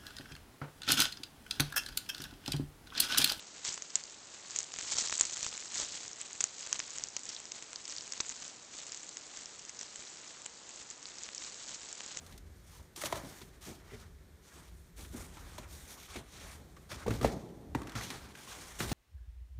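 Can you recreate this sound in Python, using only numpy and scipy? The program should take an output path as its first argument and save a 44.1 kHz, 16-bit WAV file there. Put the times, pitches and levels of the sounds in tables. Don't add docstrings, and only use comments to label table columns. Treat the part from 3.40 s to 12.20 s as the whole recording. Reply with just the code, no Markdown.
import sys
import numpy as np
from scipy import signal
from scipy.fft import rfft, irfft
from scipy.io import wavfile

SR = 44100
rng = np.random.default_rng(int(sys.argv[2]) if len(sys.argv) > 2 else 0)


def digitize_waveform(pressure):
    field = np.atleast_2d(pressure).T
    bounded = np.clip(field, -1, 1)
    quanta = np.round(bounded * 32767).astype(np.int16)
    wavfile.write(sys.argv[1], SR, quanta)


def level_to_linear(level):
    exponent = np.asarray(level, float) / 20
    return 10 ** exponent


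N = 388080

# frequency in Hz, level in dB per Hz.
HISS_COLOUR = [(15, -39), (40, -10), (330, 0.5), (1200, -2.5), (3000, -6.5), (6500, -15), (9000, -8.5)]
# frequency in Hz, level in dB per Hz.
EDGE_COLOUR = [(2500, -19.5), (4000, -9.5), (5500, -6.5), (7000, -1), (8000, -5), (9000, -5.5)]
# frequency in Hz, level in dB per Hz.
BODY_COLOUR = [(30, 6), (200, -8.5), (600, -7), (1500, -1), (3000, 4), (4500, 6), (7000, -23.5)]
# time in seconds, bright rustle level in dB.
CREEP = [(0.05, -58), (0.2, -70), (0.57, -51.5), (0.8, -60), (1.08, -54), (1.3, -57), (1.48, -45),
         (1.78, -38.5), (1.9, -46), (2.28, -50), (2.64, -48), (2.77, -58), (3.1, -56), (4.0, -59),
         (4.95, -53), (5.2, -64), (6.9, -54), (7.15, -66)]
# peak time in seconds, rustle level in dB, rise in seconds per 10 dB,
# fall in seconds per 10 dB.
PUSHES = [(0.258, -34, .012, .07), (0.342, -41.5, .12, .006), (1.197, -47, .15, .1), (1.402, -43, .07, .15),
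          (1.523, -34, .035, .022), (1.59, -34.5, .025, .11), (2.0, -43, .15, .18), (2.38, -35, .05, .07),
          (2.549, -45.5, .1, .05), (2.819, -47, .04, .25), (3.228, -46, .08, .15), (3.577, -47, .15, .1),
          (3.896, -48, .09, .15), (4.126, -52, .02, .25), (4.5, -48, .08, .18), (4.894, -46, .08, .04),
          (5.024, -46, .06, .09), (3.36, -45, .05, .13), (5.38, -44, .04, .06), (5.542, -51, .2, .3),
          (5.966, -50, .1, .15), (6.415, -50, .05, .06), (6.58, -50, .2, .09), (7.408, -51.5, .18, .04),
          (7.513, -50, .03, .025), (7.68, -53, .03, .12), (7.832, -48.5, .08, .08), (8.06, -45.5, .13, .08),
          (8.296, -47.5, .15, .2), (8.795, -48.5, .6, .1)]
# start in seconds, peak level in
# dB, body level below 3 kHz in dB.
TICKS = [(0.6383, -27, -20), (0.945, -33, -3), (1.1082, -26, -25), (1.4104, -26, -2), (1.6976, -22, -2),
         (1.7795, -17, -18), (1.8342, -21, -17), (1.9622, -25, -13), (1.9768, -24, -9), (2.1779, -24, -5),
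         (2.3998, -20, -2.5), (2.6797, -27, -24), (2.732, -28, -26), (2.931, -25, -21), (3.2645, -27, -8),
         (3.5058, -26, -22), (3.6865, -27, -14.5), (4.3316, -29, 1), (4.6784, -29, -7), (4.8647, -29, -20),
         (4.917, -30, -9), (4.9648, -30, -16), (6.058, -27, -14), (6.2512, -31, -8), (7.0588, -31, -7),
         (7.2924, -30, -18), (7.3602, -31, -15), (7.8351, -24, -17), (7.8898, -35, 8), (8.6063, -32, 7),
         (0.2502, -28, -9), (0.378, -33, 6), (1.3199, -30, -8), (1.3626, -30, 2), (1.5422, -26, -15),
                (1.8696, -29, -15), (1.8964, -26.5, -12), (1.9103, -28, -15), (1.9264, -25, -20),
                (1.9329, -25, -10), (1.9407, -29, -11), (1.9703, -24, -2), (2.036, -26.5, -10),
                (2.128, -28, -2), (2.1706, -28, -10), (2.2035, -27, -18), (2.257, -30, -9),
                (2.345, -26, -8), (2.3739, -28, -12), (2.4193, -24, -13), (2.76, -33, -15),
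                (3.1833, -30, -15), (3.2727, -28, -2), (3.8344, -28, -17), (3.855, -27, -17)]
# start in seconds, peak level in dB, ring in Hz, body level below 3 kHz in dB.
SPLITS = [(0.28, -27, 7500, -5), (1.2043, -23, 7080, -9), (1.2305, -25, 7080, -24), (1.3393, -26, 5680, -8),
          (1.3878, -25, 7170, -1.5), (1.5686, -21, 6350, -10), (2.0297, -19.5, 6500, -9),
          (2.0466, -23, 7430, -10), (3.5844, -22, 6610, -9.5), (3.965, -28, 4370, -26),
          (4.0549, -30, 5470, -10), (4.1198, -23, 6610, -11), (4.2253, -30, 7150, -3),
          (4.3595, -24, 5320, -14), (4.5835, -24.5, 5320, -23), (4.7227, -21, 5430, -12),
          (4.7355, -27, 6830, -3), (4.8938, -22, 6800, -19), (5.5208, -25, 6180, -11),
          (5.7708, -25, 6700, -6), (6.2946, -27, 6500, -7.5), (6.3922, -26.5, 6400, -19),
          (6.4126, -26, 6330, -4.5), (6.5591, -28, 7730, -8), (7.5026, -28, 7080, -21),
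          (7.6559, -29, 4410, -9), (7.9488, -25.5, 7450, -17), (7.9803, -25, 5900, -20),
          (8.528, -25.5, 6980, -13), (8.7724, -22.5, 6740, -7)]
# start in seconds, peak level in dB, ring in Hz.
FLICKS = [(0.3424, -24, 7700), (0.504, -30, 6200), (1.4837, -28, 5000), (1.7928, -22, 7560),
          (2.4399, -25, 7020), (3.5644, -28, 6960), (3.7934, -30, 7020), (3.949, -29, 6500),
          (4.0012, -29, 7500), (4.4544, -26, 6290), (4.4792, -25, 7500), (4.4975, -27, 6000),
          (4.5235, -27, 5500), (4.5651, -26, 5510), (4.6092, -27, 5530), (4.7778, -28, 6500),
          (5.0799, -28, 7060), (5.467, -29, 7500), (5.546, -26, 6500), (5.5744, -28, 6800),
          (5.632, -29, 6800), (5.692, -27, 7110), (5.9723, -28, 6800), (6.1944, -30.5, 6500),
          (6.4307, -28, 6160), (7.019, -32, 7500), (7.6285, -31, 6910), (7.785, -29, 5500),
          (8.0392, -29, 6800), (8.6624, -29, 6680)]
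# start in seconds, peak level in dB, ring in Hz, body level below 3 kHz in dB,
# length in milliseconds.
SNAPS = [(0.4226, -21.5, 6500, -10, 1.07), (0.5558, -9.5, 7900, -20, 1.6), (0.5567, -12, 7000, -17, 1.56),
         (1.162, -20, 7110, -9, 3.2), (1.1884, -11.5, 6870, -16, 0.9), (1.5856, -19, 6680, -7.7, 4.7),
         (1.7259, -22, 6590, 2.5, 2.4), (1.7976, -16, 7800, -15, 2.7), (1.8105, -4.5, 7450, -12, 1.17),
         (1.8529, -18, 6830, -13, 1.2), (2.065, -23, 6290, -2, 2.7), (2.8141, -23, 7730, -26, 2.1),
         (3.0068, -18.5, 6600, -6, 3.8), (3.0101, -15, 7410, -17.7, 1.7), (3.041, -10, 6900, -11, 1.6),
         (3.3287, -12, 6400, -7, 1.6), (3.3934, -22, 6850, -7, 2.6), (3.4016, -20.5, 5040, 1.5, 0.89),
         (3.6383, -15, 6180, -18, 0.86), (3.7664, -22.5, 6200, -7, 4.5), (3.8918, -22, 6310, -18, 1.1),
         (4.8038, -22.5, 4070, 2.5, 2.1), (4.8074, -20.5, 6700, -20, 4.5), (7.0618, -26.5, 7260, -5, 2.4)]
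# frequency in Hz, gain in dB.
ROLL_OFF = [(7400, 0.5), (7900, 0), (8400, -7.5), (8800, -19), (9100, -35.5), (9500, -75.5)]

HISS_DB, BUZZ_DB = -56.5, -55.5
SETTLE_DB, SETTLE_S = -39, .034
CRUNCH_DB, CRUNCH_FOLLOWS = -57.3, .8


def rms_one(x):
    return x / np.sqrt(np.mean(x ** 2) + 1e-20)


def coloured(x, points):
    size = x.shape[-1]
    hz = np.arange(size // 2 + 1) * SR / size + 1
    table_hz, table_db = np.array(points, float).T
    gain_db = np.interp(np.log(hz), np.log(table_hz), table_db)
    return irfft(rfft(x) * level_to_linear(gain_db), size)


def drift(rate_hz):
    r = np.exp(-2 * np.pi * rate_hz / SR)
    wander = signal.lfilter([1], [1, -2 * r, r * r], rng.standard_normal(N + SR))
    return rms_one(wander[SR:])


def grains(per_s, spread_db, t60, low_hz, high_hz, count):
    born = rng.random(N) < per_s / SR
    sizes = born * level_to_linear(spread_db * np.minimum(rng.exponential(1, N), 4))
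    leaf = rng.integers(0, count, N)
    fade = level_to_linear(-60 / (t60 * SR))
    out = 0
    for k, hz in enumerate(np.geomspace(low_hz, high_hz, count)):
        envelope = signal.lfilter([1], [1, -fade], sizes * (leaf == k) + 1e-9)
        puff = envelope * rng.standard_normal(N)
        band = signal.butter(1, [hz / 2.67, min(hz * 1.37, .45 * SR)], "band", fs=SR)
        out = out + signal.lfilter(*band, puff) / np.sqrt(hz)
    return out


def hiss():
    return level_to_linear(HISS_DB) * rms_one(coloured(rng.standard_normal(N), HISS_COLOUR))


def tail_buzz():
    phase = np.cumsum(60 * (1 + .12 * drift(6.3))) / SR
    stroke = 1 + 0.23 * np.cos(2 * np.pi * phase)
    ticks = grains(3000 * stroke, 1.8, 0.0053, 4300, 7200, count=3)
    return level_to_linear(BUZZ_DB) * rms_one(coloured(ticks, EDGE_COLOUR))


def stirring():
    t = np.arange(0, N + 64, 32) / SR
    settling = [(s + .003, db + 20 * np.log10(ms) + SETTLE_DB, .002, SETTLE_S) for s, db, _, _, ms in SNAPS]
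    s, db, rise, fall = np.transpose(PUSHES + settling)[:, :, None]
    away = np.maximum((s - t) / rise, (t - s) / fall)
    swells = level_to_linear(2 * db - 20 * away).sum(axis=0)
    creep = level_to_linear(2 * np.interp(t, *np.transpose(CREEP)))
    return np.interp(np.arange(N) / SR, t, 10 * np.log10(swells + creep))


def rustle(bright_db):
    crunch_db = CRUNCH_DB + CRUNCH_FOLLOWS * (bright_db + 50.)
    clumps = level_to_linear(3 * drift(40))
    edges = grains(2000 * clumps, 2.73, .002, 3500, 11000, count=5)
    bodies = grains(1100 * clumps, 3.25, 0.0027, 300, 4300, count=5)
    edges = rms_one(coloured(edges, EDGE_COLOUR)) * level_to_linear(bright_db + 0.35)
    bodies = rms_one(coloured(bodies, BODY_COLOUR)) * level_to_linear(crunch_db)
    return edges + bodies


def cracks(s, peak_db, ring_hz, body_db, body_hz, length_ms, trim_db):
    size, lead = 1024, 48
    t, hz = np.arange(size) / SR, np.arange(size // 2 + 1) * SR / size
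    draw = rng.standard_normal((len(s), size))
    tearing = np.maximum(length_ms - .7, .1) / 1000
    dying = 1.6 * level_to_linear(-14 * (t / tearing) ** 0.9) + level_to_linear(-19.5 - 60 * t / 0.032)
    splinters = dying * draw * np.abs(draw) / 4 * (1 - (t / t[-1]) ** 2)
    splinters[:, 0] = np.sign(draw[:, 0])

    ring_shape = 1 / (1 + 1j * (hz - ring_hz) / 1300) ** 2 + .19
    ring_shape = ring_shape / (1 + (hz / 8600) ** 16) / (1 + (2800 / (hz + 1)) ** 6)
    ring = irfft(rfft(splinters) * ring_shape)

    pitch = 1j * hz / body_hz
    body_shape = (900 / body_hz + pitch) / (1 + 1.5 * pitch + pitch ** 2)
    body_shape = body_shape / (1 + (hz / 5400) ** 6)
    splinters[:, 0] *= 2.2
    body = irfft(rfft(splinters) * body_shape)

    energy = length_ms * SR / 5000
    ring = ring * np.sqrt(energy / np.sum(ring ** 2, axis=1, keepdims=True))
    body = body * np.sqrt(energy / np.sum(body ** 2, axis=1, keepdims=True))
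    sound = level_to_linear(peak_db + trim_db) * np.roll(ring + level_to_linear(body_db - 2.5) * body, lead, axis=1)
    first = ((s - .2 * tearing) * SR).astype(int) - 6 - lead
    out = np.zeros(N + size)
    np.add.at(out, first + np.arange(size), sound)
    return out[:N]


def crackle(bright_db, count):
    when, size, pitch, body = rng.random((count, 4)).T[:, :, None]
    when = when * (N / SR - .01) + .005
    rustle_power = level_to_linear(2 * bright_db[(when * SR).astype(int)])
    bed_db = 10 * np.log10(rustle_power + level_to_linear(2 * BUZZ_DB))
    peak_db = bed_db - 3 * np.log(size + 0.08)
    ring_hz = 4500 + 3500 * np.sqrt(pitch)
    return cracks(when, peak_db, ring_hz, -22 + 20 * body, 2500, 1.3, trim_db=8)


def ticks():
    s, peak_db, body_db = np.transpose(TICKS)[:, :, None]
    ring_hz = rng.normal(6800, 500, s.shape)
    return cracks(s, peak_db, ring_hz, body_db, 2700, 1.6, trim_db=-3.5)


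def leaf_body_hz(body_db):
    return 2300 - 50 * body_db


def splits():
    s, peak_db, ring_hz, body_db = np.transpose(SPLITS)[:, :, None]
    return cracks(s, peak_db, ring_hz, body_db, leaf_body_hz(body_db), 1.5, trim_db=-1.8)


def flicks():
    s, peak_db, ring_hz = np.transpose(FLICKS)[:, :, None]
    return cracks(s, peak_db, ring_hz, -11, 3000, 1.6, trim_db=-3.4)


def snaps():
    s, peak_db, ring_hz, body_db, ms = np.transpose(SNAPS)[:, :, None]
    return cracks(s, peak_db, ring_hz, body_db, leaf_body_hz(body_db), ms, trim_db=-1.83)


def scene():
    stir_db = stirring()
    bed = hiss() + tail_buzz() + rustle(stir_db) + crackle(stir_db, count=480)
    breaks = ticks() + splits() + flicks() + snaps()
    return (bed + breaks)[None]


def top_cut(x):
    return signal.sosfilt(signal.butter(12, 9450, fs=SR, output="sos"), x)


def record(dry):
    faint = level_to_linear(-100) * rng.standard_normal(dry.shape)
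    return top_cut(coloured(dry, ROLL_OFF) + faint)


dry = scene()
out = record(dry)
digitize_waveform(out)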